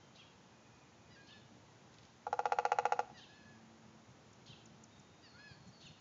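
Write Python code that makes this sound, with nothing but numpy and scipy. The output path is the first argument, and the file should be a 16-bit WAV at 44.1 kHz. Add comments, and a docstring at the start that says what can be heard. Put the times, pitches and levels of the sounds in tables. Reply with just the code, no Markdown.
"""A clearing among trees, heard through one microphone. Close by, a woodpecker drums one roll of
twelve taps on a hollow palm trunk; the ground and the trees around throw it back. Just before, dry
fronds tick. Farther off, small birds whistle, chirp and tick, and another gives whining calls.
Under them lie a quiet outdoor hush, a faint far engine hum and soft puffs of air on the microphone."""
import sys
import numpy as np
from scipy import signal
from scipy.fft import rfft, irfft, next_fast_len
from scipy.io import wavfile
from scipy.ndimage import map_coordinates

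SR = 44100
rng = np.random.default_rng(int(sys.argv[2]) if len(sys.argv) > 2 else 0)


def store_wav(level_fs):
    """Save 16-bit WAV to argv[1]."""
    pcm = np.round(np.clip(np.atleast_2d(level_fs), -1, 1) * 32767)
    wavfile.write(sys.argv[1], SR, pcm.T.astype(np.int16))


N = 264952


def amp(db):
    return 10 ** (np.asarray(db) / 20)


def along(points, hz):
    """Read a curve of (frequency, value) points on a log frequency axis."""
    point_hz, values = np.transpose(points)
    return np.interp(np.log(hz + 1), np.log(point_hz + 1), values)


def wobble(rate, size):
    """A smooth random curve, rate knots a second."""
    knots = rng.standard_normal(int(N * rate / SR) + 4)
    return map_coordinates(knots, [np.arange(size) * rate / SR])


def filtered(x, response):
    """Pass x through a response given as a function of frequency."""
    padded = next_fast_len(len(x) + SR // 4)
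    return irfft(rfft(x, padded) * response(np.fft.rfftfreq(padded, 1 / SR)), padded)[:len(x)]


def noise(spectrum, size):
    """Coloured noise of rms 1."""
    x = filtered(rng.standard_normal(size), lambda hz: amp(along(spectrum, hz)))
    return x / np.sqrt(np.mean(x ** 2) + 1e-20)


def tone(hz):
    """A sine of rms 1 that follows a pitch curve."""
    return np.sqrt(2) * np.sin(2 * np.pi * np.cumsum(hz) / SR)


def envelope(t, length, attack, release):
    """Smooth rise, hold and smooth fall, between t = 0 and the length."""
    rise = np.sin(np.pi / 2 * np.clip(t / attack, 0, 1))
    fall = np.sin(np.pi / 2 * np.clip((length - t) / release, 0, 1))
    return rise * fall


def add(track, start_s, sound):
    """Mix a sound in at a time."""
    part = track[max(round(start_s * SR), 0):][:len(sound)]
    part += sound[:len(part)]


# the hush all around the clearing: (frequency [Hz], relative density [dB])
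HUSH_SPECTRUM = [(15, -86), (25, -45.5), (53, -23.5), (69, -11.5), (113, -3.5), (199, -6.5), (240, -8.5),
                 (351, -11), (385, -12), (662, -14), (839, -13), (1140, -17), (2480, -23), (3700, -25),
                 (7000, -30.5), (9100, -55.5), (15400, -120)]
# puffs of air right on the microphone: (time [s], level [dB], half-length [s])
PUFFS = [(4.101, -58, 0.015), (4.509, -58, 0.037), (4.994, -58.5, 0.042), (5.518, -52.5, 0.0058),
         (5.684, -55.5, 0.024), (5.858, -56, 0.013), (5.911, -58.5, 0.0214)]
# their low thud: (frequency [Hz], relative density [dB])
PUFF_SPECTRUM = [(30, -33), (80, -12), (125, -2), (190, -3), (280, -26), (600, -41.5)]

def air(hush_db=-63, hiss_db=-77, rumble_waver_db=1.9):
    """Outdoor hush with an unsteady low rumble, thin hiss, and puffs on the microphone."""
    t = np.arange(N) / SR
    hush = amp(hush_db) * noise(HUSH_SPECTRUM, N)
    rumble = filtered(hush, lambda hz: 1 / (1 + (hz / 250) ** 2))
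    hush += rumble * (amp(rumble_waver_db * wobble(8.2, N)) - 1)
    hiss = amp(hiss_db) * noise([(3000, -32), (5800, -3), (6800, -1), (7600, -16), (9000, -17)], N)
    puffs = sum(amp(db) * np.exp(-((t - s) / width) ** 2) for s, db, width in PUFFS)
    return hush + hiss + puffs * noise(PUFF_SPECTRUM, N)


# the engine's lowest orders: (multiple of the firing rate, steady level [dB], swelling part [dB])
ENGINE_ORDERS = [(1, -78, -88), (2, -77, -68.5), (3, -85, -76.5)]
# its two swells: (time [s], length [s], gain on the swelling part [dB])
ENGINE_SWELLS = [(3.35, 0.78, -1), (4.382, 0.6, -3.5)]

def engine(firing_hz=111.4, drift=0.0051, waver_db=1.5):
    """Far away an engine hums on unsteadily; its second order stands out when it swells."""
    t = np.arange(N) / SR
    swell = sum(amp(db) * envelope(t - s, length, attack=0.22, release=0.23)
                for s, length, db in ENGINE_SWELLS)
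    hz = firing_hz * (1 + drift * wobble(8, N))
    out = np.zeros(N)
    for order, steady_db, swell_db in ENGINE_ORDERS:
        level = amp(steady_db + waver_db * wobble(4.6, N)) + amp(swell_db) * swell
        out += level * tone(order * hz)
    return out


# thin whistles deep in the trees: (time [s], length [s], first pitch [Hz], last pitch [Hz], level [dB])
WHISTLES = [(0, 0.097, 3240, 3080, -72.5), (.44, 0.68, 2490, 2465, -82), (1.202, .12, 4030, 4320, -73),
            (4.905, 0.09, 3710, 3690, -73), (5.021, 0.21, 3700, 3750, -79), (5.21, .15, 5000, 4240, -67),
            (5.33, 0.072, 4374, 4430, -69), (5.475, .09, 4860, 4360, -66.5),
            (5.556, 0.16, 4560, 4250, -71.5), (5.717, .2, 4750, 4233, -69)]

def whistles(waver=0.012, flutter_db=3, slide_share=0.3):
    """Distant birds whistle pure, slightly unsteady notes that slide quickly and then settle."""
    out = np.zeros(N)
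    for s, length, first_hz, last_hz, db in WHISTLES:
        t = np.arange(0, length, 1 / SR)
        hz = last_hz + (first_hz - last_hz) * np.exp(-t / (slide_share * length))
        flutter = amp(flutter_db * wobble(38.7, len(t)))
        voice = flutter * tone(hz * (1 + waver * wobble(172, len(t))))
        add(out, s, amp(db) * envelope(t, length, attack=0.028, release=0.04) * voice)
    return out


# chirps deep in the trees: (time [s], level [dB], pitch ratio, height of the upper arch [0-1])
CHIRPS = [(.147, -63, 0.88, 0.7), (1.264, -64, 0.92, 1), (3.168, -60.5, 0.99, .85),
          (4.456, -60.5, 0.98, 0.98), (5.8, -61, 0.96, 0.88)]
# a chirp's two arches: (foot [Hz], rise [Hz], crest time [s], half-width [s], relative level [dB])
CHIRP_VOICES = [(2410, 780, .05, .031, -1), (3060, 1000, .054, 0.023, -2.5)]
# its opening rasp: (frequency [Hz], relative density [dB])
RASP_SPECTRUM = [(1500, -22), (2200, -16), (3200, -1), (4100, 4.5), (4800, -1), (5800, -5.5), (6600, -3),
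                 (7500, -37.5)]

def chirps(length_s=0.1, waver=0.012, flutter_db=3.5, rasp_db=4.5, rasp_fade_db_per_s=188):
    """Both sides of the syrinx sound at once: a harsh start opens into two arched, fluttering tones."""
    out, t = np.zeros(N), np.arange(0, length_s, 1 / SR)
    voice_shape = envelope(t, length_s, attack=0.056, release=0.031) ** 2
    rasp_shape = envelope(t, length_s, attack=0.018, release=0.031)
    rasp_shape *= amp(rasp_db - rasp_fade_db_per_s * t)
    for s, db, ratio, upper_arch in CHIRPS:
        sound = rasp_shape * noise(RASP_SPECTRUM, len(t))
        for (foot_hz, rise_hz, crest_s, width_s, voice_db), arch in zip(CHIRP_VOICES, (1, upper_arch)):
            hz = ratio * (foot_hz + arch * rise_hz * np.exp(-((t - crest_s) / width_s) ** 2))
            level = amp(voice_db + flutter_db * wobble(106.6, len(t)))
            sound += voice_shape * level * tone(hz * (1 + waver * wobble(400, len(t))))
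        add(out, s, amp(db) * sound)
    return out


# whining calls from the trees: (time [s], length [s], top pitch [Hz], place of the crest [0-1],
# droop at the far end [share], level [dB], brightness [dB per overtone], pitch jitter [share])
WHINES = [(1.1, 0.079, 990, 0.27, 0.16, -65, -0.5, .009),
          (1.155, 0.1, 819, 0.57, 0.016, -69.5, -3.5, 0.0054),
          (1.276, .125, 870, 0.5, 0.056, -69.5, 0, 0.0055), (3.137, .08, 988, 0.03, 0.24, -64, -0.2, .012),
          (3.28, 0.17, 863.5, 0.48, .05, -69.5, -.4, .012), (3.439, .14, 857, 0.36, .07, -72.5, -1.8, .012),
          (5.226, 0.068, 968, 0.06, 0.2, -65.5, 1, .014), (5.329, 0.081, 730, 0.92, 0.079, -72.5, -2, .007),
          (5.378, 0.17, 854, 0.41, 0.12, -64.5, -0.4, 0.0031)]
# the bird's throat, which colours the overtones: (frequency [Hz], gain [dB])
THROAT = [(1300, 5), (1650, 2), (1950, -4), (2500, -6.5), (2950, -7), (3400, -12.5), (3950, -8.5),
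          (4350, -4.5), (4950, -5.5), (5250, -11), (6000, -18)]

def whines(flutter_db=2):
    """A bird's nasal notes, harmonics 2 to 6: the pitch arches over a crest and droops on both sides."""
    out = np.zeros(N)
    for s, length, top_hz, crest, droop, db, bright_db, jitter in WHINES:
        t = np.arange(0, length, 1 / SR)
        from_crest = (t / length - crest) / max(crest, 1 - crest)
        hz = top_hz * (1 - droop * from_crest ** 2) * (1 + jitter * wobble(299, len(t)))
        voice = np.zeros(len(t))
        for k in range(2, 7):
            overtone_db = along(THROAT, k * hz) + bright_db * (k - 2.5)
            voice += amp(overtone_db + flutter_db * wobble(38, len(t))) * tone(k * hz)
        add(out, s, amp(db) * envelope(t, length, attack=0.019, release=0.035) * voice)
    return out


# dry fronds touching: (time [s], level [dB])
FROND_TICKS = [(1.9293, -52), (1.941, -48.5), (1.984, -46), (2.0305, -47.5), (2.0507, -49)]

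def fronds(gain_db=-9, attack_s=0.00092, tick_t60=0.019, rustle_db=-15, rustle_t60=0.4):
    """Dry leaves tick against each other and rustle briefly."""
    out, t = np.zeros(N), np.arange(SR // 5) / SR
    decay = amp(-60 * t / tick_t60) + amp(rustle_db - 60 * t / rustle_t60)
    shape = decay * (1 - np.exp(-t / attack_s))
    for s, db in FROND_TICKS:
        rustle = noise([(1200, -11), (3400, -3.5), (6800, -9.5), (8000, -22)], len(t))
        add(out, s, amp(db + gain_db) * shape * rustle)
    return out


# beak blows near the microphone, building up and slowing slightly: (time [s], strength [dB])
TAPS = [(2.267, -8.5), (2.3278, -3.5), (2.3907, -3), (2.4548, -1.5), (2.5201, -.5), (2.5858, -.5),
        (2.651, -0.39), (2.7178, .3), (2.7855, 0), (2.8532, -0.23), (2.921, -0.3), (2.991, -1.8)]
# the hollow trunk's modes: (frequency [Hz], level [dB], t60 [s])
TRUNK_MODES = [(406, -43.5, 0.033), (490.3, -33, 0.096), (546.6, -39, 0.071), (610, -43, 0.068),
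               (640, -51, 0.062), (705.3, -22, 0.05), (715, -13.5, 0.025), (835, -17, 0.024),
               (950, -31.5, 0.018), (1028, -28, 0.0075), (1192, -41.5, 0.076), (1240, -50.5, 0.056),
               (1377, -27, 0.023), (1595, -38, 0.024), (1735, -36.5, 0.017), (1992, -33.5, 0.015),
               (2230, -39.5, 0.023), (2563, -50, 0.076), (2662, -52.5, 0.082), (2826, -55, 0.064)]
# the beak's contact: (frequency [Hz], relative density [dB])
CLICK_SPECTRUM = [(1200, -29.5), (2400, -1), (3400, -3), (4200, 0.5), (4600, -1), (5200, -3), (6000, -6.5),
                  (6750, 3.5), (7300, -14), (8500, -15)]

def drumming(dulling=2.24, dull_hz=1750, radiate_hz=190, click_db=-39.8, click_growth=1.83,
             bite_s=0.0024, click_t60=0.0075, rattle_db=-16, rattle_t60=0.098):
    """Each blow rings the trunk's modes, and the beak clicks as it bites, more so on harder blows."""
    out, t = np.zeros(N), np.arange(SR // 6) / SR
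    hz, mode_db, t60 = np.transpose(TRUNK_MODES)
    signs = (-1) ** np.arange(len(hz))[:, None]  # neighbouring modes swing in opposite senses
    modes = signs * np.sin(2 * np.pi * hz[:, None] * t) * amp(-60 * t / t60[:, None])
    bite = np.minimum(t / bite_s, 1) ** 2
    after = np.maximum(t - bite_s, 0)
    click_shape = bite * (amp(-60 * after / click_t60) + amp(rattle_db - 60 * after / rattle_t60))
    spot = noise(CLICK_SPECTRUM, len(t))
    for s, blow_db in TAPS:
        # a softer blow stays longer in contact and loses the high modes first
        softness_db = dulling * blow_db / (1 + (dull_hz / hz) ** 10)
        ring = amp(blow_db + mode_db + softness_db + rng.normal(0, 0.18, len(hz))) @ modes
        # the beak lands on the same spot, so the click keeps most of its colour
        click = (spot + 0.55 * noise(CLICK_SPECTRUM, len(t))) * click_shape
        click *= np.linalg.norm(click_shape) / np.linalg.norm(click)
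        add(out, s, ring + amp(click_db + click_growth * blow_db) * click)
    # a narrow trunk hardly radiates bass
    return filtered(out, lambda f: f ** 4 / (f ** 4 + radiate_hz ** 4))


# a small bird ticking some way off: (time [s], level [dB], length without the tail [s])
BIRD_TICKS = [(4.33, -64.5, 0.01), (4.655, -59.5, 0.013), (4.837, -55.5, 0.0092), (4.995, -63.5, 0.012),
              (5.67, -70, 0.045), (5.858, -66.5, 0.048)]

def bird_ticks(first_hz=7250, last_hz=4250, sweep_share=0.75, fade_db=7, tail_db=-14):
    """A small bird's contact note: one fast downward sweep that flattens into a faint tail."""
    out = np.zeros(N)
    for s, db, length in BIRD_TICKS:
        progress = np.arange(0, 2 * length, 1 / SR) / length
        hz = last_hz + (first_hz - last_hz) * np.exp(-(progress / sweep_share) ** 2)
        note = envelope(progress, 0.9, attack=0.25, release=0.3)
        tail = amp(tail_db) * envelope(progress, 2, attack=0.25, release=0.3)
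        add(out, s, amp(db - fade_db * progress) * (note + tail) * tone(hz))
    return out


def reflected(x, paths, dull_hz):
    """Delayed copies from surfaces that swallow the treble."""
    def response(hz):
        copies = sum(amp(db) * np.exp(-2j * np.pi * hz * delay) for delay, db in paths)
        return copies / (1 + (hz / dull_hz) ** 2)
    return filtered(x, response)


# scattering among the trees around the microphone: (frequency [Hz], t60 [s])
GROVE_DECAY = [(300, .2), (500, .25), (820, 0.68), (1300, 0.41), (3000, 0.72), (7000, 0.37)]

def grove(x, build_s):
    """Diffuse echo of the trees: it builds up, then each frequency dies at its own speed."""
    hz, t, scatter = signal.stft(rng.standard_normal(SR // 2), SR, nperseg=256)
    decay = amp(-60 * t / along(GROVE_DECAY, hz)[:, None])
    build = 1 - np.exp(-t / build_s)
    _, tail = signal.istft(scatter * decay * build, SR, nperseg=256)
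    return signal.fftconvolve(x, tail / np.linalg.norm(tail))[:N]


# the ground by the trunk, then farther surfaces: (delay [s], level [dB])
NEAR_ECHOES = [(0.00857, -9.5), (0.01064, -14), (0.03181, -43.5), (0.03522, -33.5), (0.04595, -30)]
# the edge of the clearing, answering late: (delay [s], level [dB])
EDGE_ECHOES = [(.055, -40), (0.107, -25)]

def scene():
    """The drumming is near and fairly dry; the whistles and chirps sit deepest among the trees."""
    drum = drumming()
    drum += reflected(drum, NEAR_ECHOES, dull_hz=6500)
    drum += reflected(drum, EDGE_ECHOES, dull_hz=2500) + amp(-20) * grove(drum, build_s=0.014)
    birds = chirps() + whistles()
    bird_echoes = amp(11) * reflected(birds, EDGE_ECHOES, dull_hz=6000)
    birds = amp(-2.5) * birds + bird_echoes + amp(-8.5) * grove(birds, build_s=0.0095)
    whine = whines()
    whine = amp(-0.15) * whine + amp(-7) * grove(whine, build_s=0.006)
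    return np.array([drum + birds + whine + bird_ticks() + fronds() + air() + engine()])


def record(dry, top_hz=7300, skirt_db=-19, stop_hz=8800):
    """The microphone's narrow band ends steeply, with a faint skirt and nothing above it."""
    def band(hz):
        rolloff = 1 / np.sqrt(1 + (hz / top_hz) ** 80)
        return np.maximum(rolloff, amp(skirt_db)) * (hz < stop_hz)
    return np.array([filtered(dry[0], band)])


dry = scene()
out = record(dry)
store_wav(out)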